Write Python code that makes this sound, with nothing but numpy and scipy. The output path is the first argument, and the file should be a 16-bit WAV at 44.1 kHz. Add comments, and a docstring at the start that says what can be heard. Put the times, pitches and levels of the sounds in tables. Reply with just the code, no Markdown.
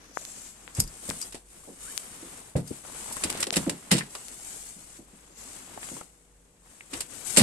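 """Clipboard and keys in a parked van.

Someone in a rustling jacket moves across the cab (shaped noise and small pats); keys clink (noise, modes).
A plastic clipboard is unlatched from the dashboard, swung up and slapped shut again (resonant noise bursts);
the dash booms under the blows (decaying sines and noise). Light taps, scrapes and a squeak go with it.
The hand-held phone ticks in the grip (short pulses), over faint hiss, hum and street rumble."""
import sys
import numpy as np
from scipy import signal
from scipy.fft import irfft
from scipy.io import wavfile
from scipy.ndimage import map_coordinates

SR = 44100
rng = np.random.default_rng(int(sys.argv[2]) if len(sys.argv) > 2 else 0)


def transcribe(signal):
    """Save signal, clipped to [-1, 1], as a 16-bit WAV file at the path in sys.argv[1]."""
    frames = np.atleast_2d(signal).T
    limited = np.clip(frames, -1, 1)
    pcm = np.round(limited * 32767).astype(np.int16)
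    wavfile.write(sys.argv[1], SR, pcm)


N = 327222
TIME = np.arange(N) / SR
AGE = np.arange(SR // 3) / SR  # seconds since the start of one hit
LEFT_RIGHT = np.array([[1], [-1]])


def undb(db):
    """Decibels to gain."""
    return 10 ** (np.asarray(db) / 20)


def unit(x):
    """Scale to rms 1."""
    return x / np.sqrt(np.mean(x ** 2))


def fade(t60_s):
    """Exponential decay over the life of one hit, 60 dB in t60_s."""
    return np.exp(-np.log(1000) * AGE / max(t60_s, 1 / SR))


def sides(pan_db):
    """Left and right gains of equal total power; pan_db is left minus right."""
    return unit(undb(LEFT_RIGHT * pan_db / 2))


def add(out, start_s, sound):
    """Mix a sound in at start_s."""
    end = out.shape[1]
    i = int(np.clip(start_s * SR, 0, end - 1))
    out[:, i:i + sound.shape[1]] += sound[:, :end - i]


def shape(points, f):
    """Gain of a (Hz, dB) spectrum, interpolated over log frequency."""
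    hz, db = np.transpose(points)
    return undb(np.interp(np.log(f + 1), np.log(hz), db))


def peaks(table, f):
    """Gain of resonances (Hz, width Hz, dB), added in power."""
    power = sum(undb(db) ** 2 / (1 + (2 * (f - hz) / width_hz) ** 2) for hz, width_hz, db in table)
    return np.sqrt(power)


def cab_noise(gain, size, alike_hz=560, lead_ms=0, direct=0):
    """Noise of colour gain(f) at two ports: long waves alike, short ones unrelated but for a direct share."""
    f = np.fft.rfftfreq(size, 1 / SR)
    mid, side = np.exp(2j * np.pi * rng.random((2, len(f))))
    alike = .95 / (1 + (f / alike_hz) ** 2)
    # the direct share reaches the left port first by lead_ms
    lead = np.exp(2j * np.pi * f * lead_ms / 1000)
    alike = alike + np.clip(direct, 0, 1) * (1 - alike) * lead
    mid = mid * np.sqrt(1 + abs(alike))
    side = side * np.sqrt(1 - abs(alike))
    both = (mid + LEFT_RIGHT * side) * np.exp(.5j * LEFT_RIGHT * np.angle(alike))
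    return unit(irfft(gain(f) * both, size))


def flicker(rate_hz, size):
    """Random wander: normal draws at rate_hz joined by straight lines."""
    knots = np.arange(size) * rate_hz / SR
    return np.interp(knots, np.arange(size), rng.standard_normal(size))


def strike(t60_s, rise_s, cab_db, cab_t60_s):
    """Envelope of a blow: contact builds, the part rings, the upholstered cab holds a tail."""
    contact = 1 - np.exp(-(AGE / rise_s) ** 2)
    envelope = contact * np.hypot(fade(t60_s), undb(cab_db) * fade(cab_t60_s))
    return envelope / envelope.max()


def ripple(f, echo=0.19):
    """Windscreen and dash are close by: their echoes give each blow its own peaks and notches."""
    delays_s = rng.uniform(.0005, .004, (3, 2, 1))
    echoes = np.exp(-2j * np.pi * f * delays_s).sum(axis=0)
    return 1 + echo * f / (f + 1500) * echoes


def chatter(depth_db):
    """Uneven gain of loose parts that bounce and touch again; a slower wander joins after first contact."""
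    fast = flicker(900, len(AGE))
    slow = flicker(220, len(AGE)) * AGE / (AGE + .012)
    return undb(depth_db * (fast + slow))


# Street noise spectrum. Each row: frequency in Hz, relative level in dB.
STREET_SPECTRUM = [(20, -7.5), (33, -34), (46, 6.5), (65, -8), (160, -11.5), (500, -15), (1500, -30),
                   (4500, -35), (8000, -20.5), (12000, -33)]
# Steady hum. Each row: frequency in Hz, mean rms level in dB.
HUM_TONES = [(47.7, -65.5), (168, -74), (481, -75.5)]
STREET_DB = -62


def street(swell_db=1):
    """Rumble, a low hum and faint hiss come through the closed cab: shaped noise and wavering sines."""
    hum = 0
    for hz, db in HUM_TONES:
        level = np.sqrt(2) * undb(db + 2 * flicker(1.97, N))
        hum = hum + level * np.sin(2 * np.pi * hz * TIME + 0.38 * flicker(7.7, N))
    noise = cab_noise(lambda f: shape(STREET_SPECTRUM, f), size=N)
    return hum + noise * undb(STREET_DB + swell_db * flicker(3.57, N))


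STROKE_ATTACK_S, STROKE_REF_DB = 0.06, -37  # a stroke at the reference level takes this attack
STROKE_LAZINESS = 0.51  # fainter strokes gather speed more slowly
STROKE_RELEASE_DB_PER_S = 152
SETTLE_DB, SETTLE_DB_PER_S = -11, 54  # after a stroke the cloth keeps settling, faintly


def stroke(start_s, length_s, swish_db):
    """Gain of one movement: the cloth speeds up, slides, stops and settles."""
    age = TIME - start_s
    after = np.maximum(age - length_s, 0)
    attack_s = STROKE_ATTACK_S * undb(STROKE_LAZINESS * (STROKE_REF_DB - swish_db))
    attack = np.sin(np.pi / 2 * np.clip(age / attack_s, 0, 1)) ** 2
    release = undb(-STROKE_RELEASE_DB_PER_S * after)
    settling = undb(SETTLE_DB - SETTLE_DB_PER_S * after)
    return attack * np.maximum(release, settling)


# Strokes of arm and body in the jacket.
# Each row: start in seconds, length in seconds, relative swish in dB, relative dull rubbing in dB.
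JACKET_STROKES = [(-.15, 0.27, -59.5, -54.5), (0.106, 0.38, -44.5, -55), (0.456, 0.28, -54, -55.5),
                  (0.727, 0.039, -37.5, -40), (0.825, 0.22, -47.5, -54.5), (0.986, 0.27, -41, -50.5),
                  (1.414, 0.38, -51.5, -58.5), (1.768, 0.23, -41, -52.5), (1.957, 0.45, -46.5, -50.5),
                  (2.402, 0.066, -47, -50.5), (2.606, 0.18, -45.5, -52), (2.794, 0.15, -43.5, -48),
                  (2.911, 0.34, -39.5, -46.5), (3.173, 0.24, -43.5, -40), (3.495, 0.14, -40.5, -42.5),
                  (3.598, 0.47, -50.5, -51), (4.052, 0.49, -44.5, -54), (4.395, 0.31, -43, -56.5),
                  (4.674, 0.3, -49.5, -58), (4.956, 1.02, -58, -58.5), (5.326, 0.24, -44.5, -55),
                  (5.487, 0.31, -50, -51), (5.765, 0.21, -41.5, -49.5), (6.553, 0.62, -55, -60),
                  (6.886, 0.094, -40, -43), (7.058, 0.37, -42, -49), (7.234, 0.25, -32.5, -44.5)]
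RESTING_SWISH_DB, RESTING_RUB_DB = -68, -68  # cloth never lies quite still


def movement():
    """Gains of swish and rubbing: overlapping strokes add in power."""
    swish, rub = undb(RESTING_SWISH_DB) ** 2, undb(RESTING_RUB_DB) ** 2
    for start_s, length_s, swish_db, rub_db in JACKET_STROKES:
        power = stroke(start_s, length_s, swish_db) ** 2
        swish = swish + power * undb(swish_db) ** 2
        rub = rub + power * undb(rub_db) ** 2
    return np.sqrt(swish), np.sqrt(rub)


# Swish spectrum at the reference pitch. Each row: frequency in Hz, relative density in dB per Hz.
SWISH_SPECTRUM = [(1500, -16), (2500, -12), (4200, -11.5), (5600, -8.5), (7000, -2), (8200, 4),
                  (10000, -3.5), (12000, -8)]
# Centre of the swish over time. Each row: time in seconds, pitch in Hz.
SWISH_CENTRE = [(.13, 5920), (.21, 7390), (.47, 7530), (1.1, 8390), (5.2, 7960), (5.37, 7070), (5.5, 8000)]
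SWISH_REF_HZ = 8200


def sliding_cloth():
    """The swish drifts in pitch over time: noise read at a varying rate."""
    weave = cab_noise(lambda f: shape(SWISH_SPECTRUM, f), size=N, lead_ms=.43, direct=0.34)
    rate = np.interp(TIME, *np.transpose(SWISH_CENTRE)) / SWISH_REF_HZ
    place = np.cumsum(rate)
    return np.array([map_coordinates(port, [place], mode="mirror") for port in weave])


def wandering_echoes(x, echo=0.92):
    """A moving arm changes its distance to the glass and the dash, so their short echoes slide about."""
    out = x.copy()
    index = np.arange(N)
    for channel in (0, 1):
        for delay_s in (.0014, .0027, .0041):
            delay = SR * delay_s * (1 + .07 * flicker(4, N))
            out[channel] += echo * np.interp(np.round(index - delay), index, x[channel])
    return unit(out)


def buckling_folds(folds_per_s):
    """Folds buckle in small pats: short sines of random pitch, size and phase offset on the right."""
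    pats = np.zeros((2, N))
    for start, size, octave, turn in rng.random((int(folds_per_s * N / SR), 4)):
        # each pat rings for about four cycles, between 180 Hz and 1.3 kHz
        cycles = 180 * 7 ** octave * AGE[:SR // 30]
        phase = cycles + np.array([[0], [turn * octave]])
        pat = np.sin(2 * np.pi * phase) * cycles * np.exp(-cycles)
        add(pats, start * N / SR, size * np.sqrt(cycles[-1]) * pat)
    return unit(pats)


# Rubbing spectrum. Each row: frequency in Hz, relative level in dB.
RUB_SPECTRUM = [(30, -38), (80, 0.5), (170, 2), (300, 2.5), (550, -2.5), (1100, -1.5), (2000, -3.5),
                (3500, -7.5), (6000, -14)]
# Where the sleeve is; it ends close to the left port.
# Each row: time in seconds, left minus right in dB (the rubbing takes half).
SLEEVE_SIDE = [(0, 5), (2.3, 3.5), (2.9, 7), (3.45, 0.5), (4.5, 5), (6.9, 6), (7.3, 16)]


def jacket(swish_gain_db=1.5, rub_gain_db=-1.0, grain_db=1.45, crumple_db=2, folds_per_s=170, fold_db=-6):
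    """Cloth slides on cloth with a fine-grained swish; its folds rub lower and buckle in small pats."""
    swishing, rubbing = movement()
    grain = undb(swish_gain_db + grain_db * flicker(300, N))
    swish = wandering_echoes(sliding_cloth()) * swishing * grain
    slide = cab_noise(lambda f: shape(RUB_SPECTRUM, f), size=N) * undb(crumple_db * flicker(70, N))
    folds = undb(fold_db) * buckling_folds(folds_per_s)
    rub = (slide + folds) * rubbing * undb(rub_gain_db)
    pan_db = np.interp(TIME, *np.transpose(SLEEVE_SIDE))
    pan = undb(LEFT_RIGHT * pan_db / 2)
    pan = pan / np.sqrt(np.mean(pan ** 2, axis=0))
    return swish * pan + rub * np.sqrt(pan)


# Snaps of the phone case in the grip.
# Each row: time in seconds, relative peak in dB, pitch in Hz, left minus right in dB.
CASE_TICKS = [(0.1725, -11, 960, 39), (0.2517, -14, 6640, -37), (.678, -24, 1800, 27),
              (1.1015, -7.5, 5540, 33), (1.9776, -1, 6200, 34), (3.3275, -11, 7040, 14),
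              (3.5064, -5.5, 3450, 30), (4.284, -17, 7100, 15)]


def grip(shell_db=-20):
    """The case snaps beside one port: a single push and pull, a brief shell buzz, no room sound."""
    out = np.zeros((2, N))
    lead_s = 64 / SR  # room for the first half of the pulse
    for start_s, db, hz, pan_db in CASE_TICKS:
        u = 2 * np.pi * hz * (AGE - lead_s)
        snap = u * np.exp((1 - u ** 2) / 2)
        buzz = np.sin(u * 2 / 3) * (u > 0) * fade(0.0027)
        gains = sides(pan_db) / sides(pan_db).max()
        add(out, start_s - lead_s, (snap + undb(shell_db) * buzz) * undb(db) * gains)
    return out


# Keys that swing free. Each row: frequency in Hz before detuning, mean relative level in dB.
FREE_KEY_MODES = [(4870, 0), (5080, -6.5), (5450, -8), (5700, -9), (6550, -2.5), (6900, -10), (7590, -4),
                  (8600, -5), (10230, -13), (11600, -24)]
KEY_T60_S = 0.075


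def key_ring(scatter_db=4, detune=0.0087):
    """Decaying sines of free keys; every touch favours other modes, and each port hears them differently."""
    ring = 0
    for hz, db in FREE_KEY_MODES:
        hz = hz * (1 + detune * rng.standard_normal())
        level = undb(db + scatter_db * rng.standard_normal((2, 1)))
        ring = ring + level * np.sin(2 * np.pi * hz * AGE + np.pi * rng.random((2, 1)))
    return ring * fade(KEY_T60_S) * chatter(2) * np.minimum(AGE / .001, 1) / 2


# Hard plastic contact spectrum. Each row: frequency in Hz, relative level in dB.
PLASTIC_SPECTRUM = [(150, -12), (500, -3), (1000, -3), (2000, -2), (3500, -1), (5000, -1), (6000, -4),
                    (8500, 1), (9500, 0), (10500, -4.5), (12000, -7)]


def plastic_contact(f):
    """Colour of a hard contact, shared by key clicks and clipboard clacks."""
    return shape(PLASTIC_SPECTRUM, f)


# Keys touching. 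Each row: time in seconds, relative level in dB, left minus right in dB,
# clash t60 in seconds, free ring in dB relative to the clash gain.
KEY_CLINKS = [(0.749, -25, 2, 0.027, 1), (0.771, -35, 4, 0.04, 0), (.796, -16, 2, 0.034, -7),
              (0.8007, 1, 0.5, 0.024, -13), (0.8377, -27, 6, 0.017, -1), (0.8752, -30.5, 8, 0.016, 3.5),
              (1.214, -14.5, 5, 0.02, -4), (1.224, -23, 2, 0.036, 2.5), (2.675, -28, 6, 0.053, 0.5),
              (3.1238, -20.5, -1, 0.096, -26), (3.166, -17.5, 20, 0.021, -21)]
# Keys damped in the bunch. Each row: frequency in Hz, width in Hz, relative level in dB.
BUNCH_RESONANCES = [(4900, 350, -15), (5760, 810, -11), (7910, 360, 0), (8840, 660, -3.5), (11500, 670, -9)]


def keys(gain_db=-11, jostle_db=1.5, contact_db=-22):
    """Keys in a bunch: a contact click, a bright damped clash, the clear ring of a key that swings free."""
    def colour(f):
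        bright = peaks(BUNCH_RESONANCES, f) * f ** 4 / (f ** 4 + 3800 ** 4)
        return (bright + undb(contact_db) * plastic_contact(f)) * ripple(f)

    out = np.zeros((2, N))
    for start_s, db, pan_db, t60_s, ring_db in KEY_CLINKS:
        envelope = strike(t60_s, rise_s=.0005, cab_db=-20, cab_t60_s=.13) * chatter(jostle_db)
        clash = cab_noise(colour, size=len(AGE), lead_ms=.43, direct=0.76) * envelope
        clink = clash + undb(ring_db) * key_ring()
        add(out, start_s, clink * undb(db + gain_db) * sides(pan_db))
    return out


# Soft blows on dash, seat and floor.
# Each row: time in seconds, relative level in dB, pitch in Hz, hollow knock in dB relative to the blow.
SOFT_BLOWS = [(0.783, -16.5, 107, -30), (0.83, -29.5, 35, -37), (1.086, -23.5, 166, -15),
              (1.676, -36.5, 271.6, -8.5), (1.695, -34.5, 260, -24), (2.224, -34, 320, -39),
              (2.553, -9.5, 133, -17.5), (2.571, -27, 240, -32), (2.705, -31, 250, -40),
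              (3.239, -30.5, 79.6, -25), (3.245, -25.5, 302, -29), (3.467, -24.5, 438, -18),
              (3.565, -13.5, 183, -21), (3.667, -13.5, 273.5, -29), (3.683, -24, 208, -19),
              (3.916, -9.5, 183, -17.5), (3.943, -15.5, 216, -26), (4.759, -41, 200, -17),
              (4.988, -35.5, 263, -23), (5.128, -45, 194, -24), (5.914, -29, 255.5, -25.5),
              (6.929, -29, 287, -30), (7.372, -11, 212.3, -8.5), (7.403, -10, 173, -18),
              (7.412, -5.5, 195, -14)]
# Dashboard modes. Each row: frequency in Hz, relative level in dB, t60 in seconds.
DASH_MODES = [(79, 6.5, 0.098), (139, -7.5, 0.37), (175.2, -3, 0.27), (216, -2, 0.21), (270.8, 2.5, 0.17),
              (334.7, 3, 0.15), (423, -16, 0.13), (521, 1.5, 0.14), (660, -19, 0.045)]
# ring time at the reference pitch; it falls as pitch to the power of the damping
PANEL_T60_S, PANEL_REF_HZ, PANEL_DAMPING = 0.063, 184, 0.71
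PANEL_LEAK = 0.27  # below this share of its pitch, air slips round a panel and little sound leaves it


def dashboard(gain_db=0, modes_db=-13, boom_db=-15, octaves=0.83, hollow_hz=510, hollow_width_hz=300,
              push_s=0.0072):
    """Each blow flexes a panel at its own pitch, wakes dash modes near it and knocks in the hollow behind."""
    def hollow(f):
        return peaks([(hollow_hz, hollow_width_hz, 0)], f) ** 2

    out = np.zeros((2, N))
    lag_s = LEFT_RIGHT * .00016
    for start_s, db, hz, knock_db in SOFT_BLOWS:
        def near(f):
            return 1 / (1 + (np.log2((f + 1) / hz) / octaves) ** 2 * (1 + (f / 900) ** 2))

        t60_s = PANEL_T60_S * (PANEL_REF_HZ / hz) ** PANEL_DAMPING
        flex = np.sin(2 * np.pi * hz * AGE) * fade(t60_s)
        ring = 0
        for k, (mode_hz, mode_db, mode_t60_s) in enumerate(DASH_MODES):
            # modes lie to alternate sides, so they reach one port before the other
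            phase = 2 * np.pi * mode_hz * (AGE + (-1) ** k * lag_s) + np.pi * k
            ring = ring + near(mode_hz) * undb(mode_db) * np.cos(phase) * fade(mode_t60_s)
        boom = cab_noise(near, size=len(AGE))
        boom = boom * strike(t60_s, rise_s=0.004, cab_db=-2.0, cab_t60_s=0.25)
        knock = cab_noise(hollow, size=len(AGE))
        knock = knock * strike(t60_s, rise_s=0.00055, cab_db=18, cab_t60_s=0.16)
        blow = (flex + undb(modes_db) * ring) * (1 - np.exp(-AGE / push_s))
        blow = blow + undb(boom_db) * boom + undb(knock_db) * knock
        leak = signal.butter(2, PANEL_LEAK * hz, "high", fs=SR, output="sos")
        add(out, start_s, signal.sosfilt(leak, blow) * undb(db + gain_db))
    return out


# Plastic parts striking.
# Each row: time in seconds, relative level in dB, lift of the middle in dB, t60 in seconds.
PLASTIC_CLACKS = [(1.089,-26,-18,0.1), (1.3224,-36,-3,0.063), (1.343,-37,-5,0.15), (2.561,-33,-11.5,0.18),
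                  (3.235,-17,-5.5,0.055), (3.299,-21,-7.5,0.028), (3.372,-31.5,-9,0.071),
                  (3.401,-24.5,-16,0.11), (3.426,-18.5,1,0.056), (3.467,-28,-3,0.06), (3.525,-23,-11,0.09),
                  (3.537,-25,10,0.044), (3.557,-19.5,-7,0.05), (3.5653,-15,-3.5,0.068),
                  (3.6937,-20.5,-4,0.039), (3.908,-24,12,0.089), (3.913,-10,-2.5,0.059),
                  (3.9207,-19.5,1,0.23), (3.965,-27.5,-4,0.13), (3.98,-22,-4,0.064),
                  (4.1495,-29.5,-1,0.049), (6.932,-28.5,2,0.082), (7.0042,-20.5,-9.5,0.05),
                  (7.362,-17,-3,0.16), (7.3693,-5.5,-11,0.11), (7.379,-11,-7,0.065), (7.391,-16.5,0,0.3)]
# Clipboard resonances. Each row: frequency in Hz, width in Hz, relative level in dB.
BOARD_RESONANCES = [(1970, 140, -2), (2600, 130, -2), (2880, 130, -3), (3790, 130, -4), (4400, 140, -4),
                    (5280, 160, -5), (7500, 250, -2), (8450, 350, -4)]


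def clipboard(gain_db=-2, ring_db=4, chatter_db=2):
    """Loose plastic parts chatter and ring the board; each clack has its own fuller or thinner middle."""
    out = np.zeros((2, N))
    for start_s, db, middle_db, t60_s in PLASTIC_CLACKS:
        def colour(f):
            board = 1 + undb(ring_db) * peaks(BOARD_RESONANCES, f)
            middle = undb(middle_db * peaks([(2200, 7600, 0.012)], f) ** 2)
            return plastic_contact(f) * board * middle * ripple(f)

        envelope = strike(t60_s, rise_s=.002, cab_db=-15, cab_t60_s=.14) * chatter(chatter_db)
        clack = cab_noise(colour, size=len(AGE), lead_ms=-.4, direct=0.083) * envelope
        add(out, start_s, clack * undb(db + gain_db))
    return out


# Fingers and loose fittings tapping.
# Each row: time in seconds, relative level in dB, pitch in Hz, width in Hz, t60 in seconds.
LIGHT_TAPS = [(1.108, -21.5, 1300, 1900, 0.014), (1.344, -33.5, 440, 915, 0.15),
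              (2.557, -34, 1300, 2670, 0.16), (2.707, -22.5, 254, 196, 0.046),
              (2.85, -36, 900, 1300, 0.034), (3.058, -33, 895, 600, 0.027), (3.111, -31.5, 895, 400, 0.053),
              (3.167, -26, 1060, 2000, 0.035), (3.525, -25.5, 490, 504, 0.048),
              (3.566, -23, 595, 600, 0.041), (4.008, -22.5, 1850, 950, 0.064),
              (4.15, -33.5, 984, 800, 0.097), (5.775, -26.5, 715, 944, 0.031),
              (5.830, -25.5, 2314, 2200, 0.011), (5.887, -30, 1500, 2600, 0.011),
              (5.967, -29.5, 720, 600, 0.014), (6.011, -27.5, 831, 1000, 0.019),
              (6.808, -29, 2160, 850, 0.015)]


def taps(gain_db=-6):
    """Light taps ring one broad resonance each; the lower the tap, the softer its contact."""
    out = np.zeros((2, N))
    for start_s, db, hz, width_hz, t60_s in LIGHT_TAPS:
        ring = cab_noise(lambda f: peaks([(hz, width_hz, 0)], f) ** 2, size=len(AGE))
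        envelope = strike(t60_s, rise_s=.6 / hz, cab_db=-22, cab_t60_s=.1)
        # every draw gets the energy of its envelope
        tap = unit(ring * envelope) * np.sqrt(np.mean(envelope ** 2))
        add(out, start_s, tap * undb(db + gain_db) * sides(pan_db=3.5))
    return out


# A rubbing squeak. Each row: time in seconds, mean pitch in Hz, mean level in dB.
SQUEAK_PATH = [(1.849, 1374, -61), (1.874, 1446, -49), (1.912, 1864, -53), (1.935, 1860, -83)]


def squeak(jitter=0.0514, rough_db=3):
    """A surface sticks and slips faster as it is pulled along: a faint, rough rising chirp."""
    s, hz, db = np.transpose(SQUEAK_PATH)
    pitch_hz = np.interp(TIME, s, hz) * (1 + jitter * flicker(700, N))
    level = undb(np.interp(TIME, s, db) + rough_db * flicker(330, N))
    sounding = (TIME > s[0]) * (TIME < s[-1])
    return np.sin(2 * np.pi * np.cumsum(pitch_hz) / SR) * level * sounding


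# Plastic and fingers dragging. Each row: start in seconds, length in seconds, rms level in dB.
DRAGS = [(2.837, 0.35, -56.5), (3.189, 0.24, -46), (3.526, 0.19, -51)]
SLIPS_PER_S, SLIP_SPREAD_DB = 190, 20
SLIP_LOW_HZ, SLIP_OCTAVES, SLIP_CYCLES = 700, 2.5, 0.86


def scrapes():
    """Dragging surfaces catch and let go unevenly; each slip is a tiny knock of its own pitch and size."""
    out = np.zeros((2, N))
    for start_s, length_s, db in DRAGS:
        slips = np.zeros((2, int(length_s * SR)))
        for when, size, octave, turn in rng.random((int(SLIPS_PER_S * length_s), 4)):
            cycles = SLIP_LOW_HZ * 2 ** (SLIP_OCTAVES * octave) * AGE[:SR // 60]
            phase = cycles + np.array([[0], [turn * octave]])
            slip = np.sin(2 * np.pi * phase) * np.exp(-cycles / SLIP_CYCLES)
            add(slips, when * length_s, slip * undb(SLIP_SPREAD_DB * size ** 2))
        add(out, start_s, unit(slips) * undb(db))
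    return out


def scene():
    """Everything heard in the cab."""
    background = street() + jacket() + grip()
    blows = keys() + dashboard() + clipboard() + taps()
    return background + blows + squeak() + scrapes()


SHELF_HZ, SHELF_DB, CUT_HZ = 11950, -22, 16000


def record(dry):
    """Treble falls off above a shelf, the loudest peaks are rounded and the very top is cut."""
    shelf = signal.ellip(8, .2, 45, SHELF_HZ, fs=SR, output="sos")
    shelved = signal.sosfilt(shelf, dry) + undb(SHELF_DB) * dry
    rounded = .9 * np.tanh(shelved / .9)
    cut = signal.ellip(10, .2, 80, CUT_HZ, fs=SR, output="sos")
    return signal.sosfilt(cut, rounded)


dry = scene()
out = record(dry)
transcribe(out)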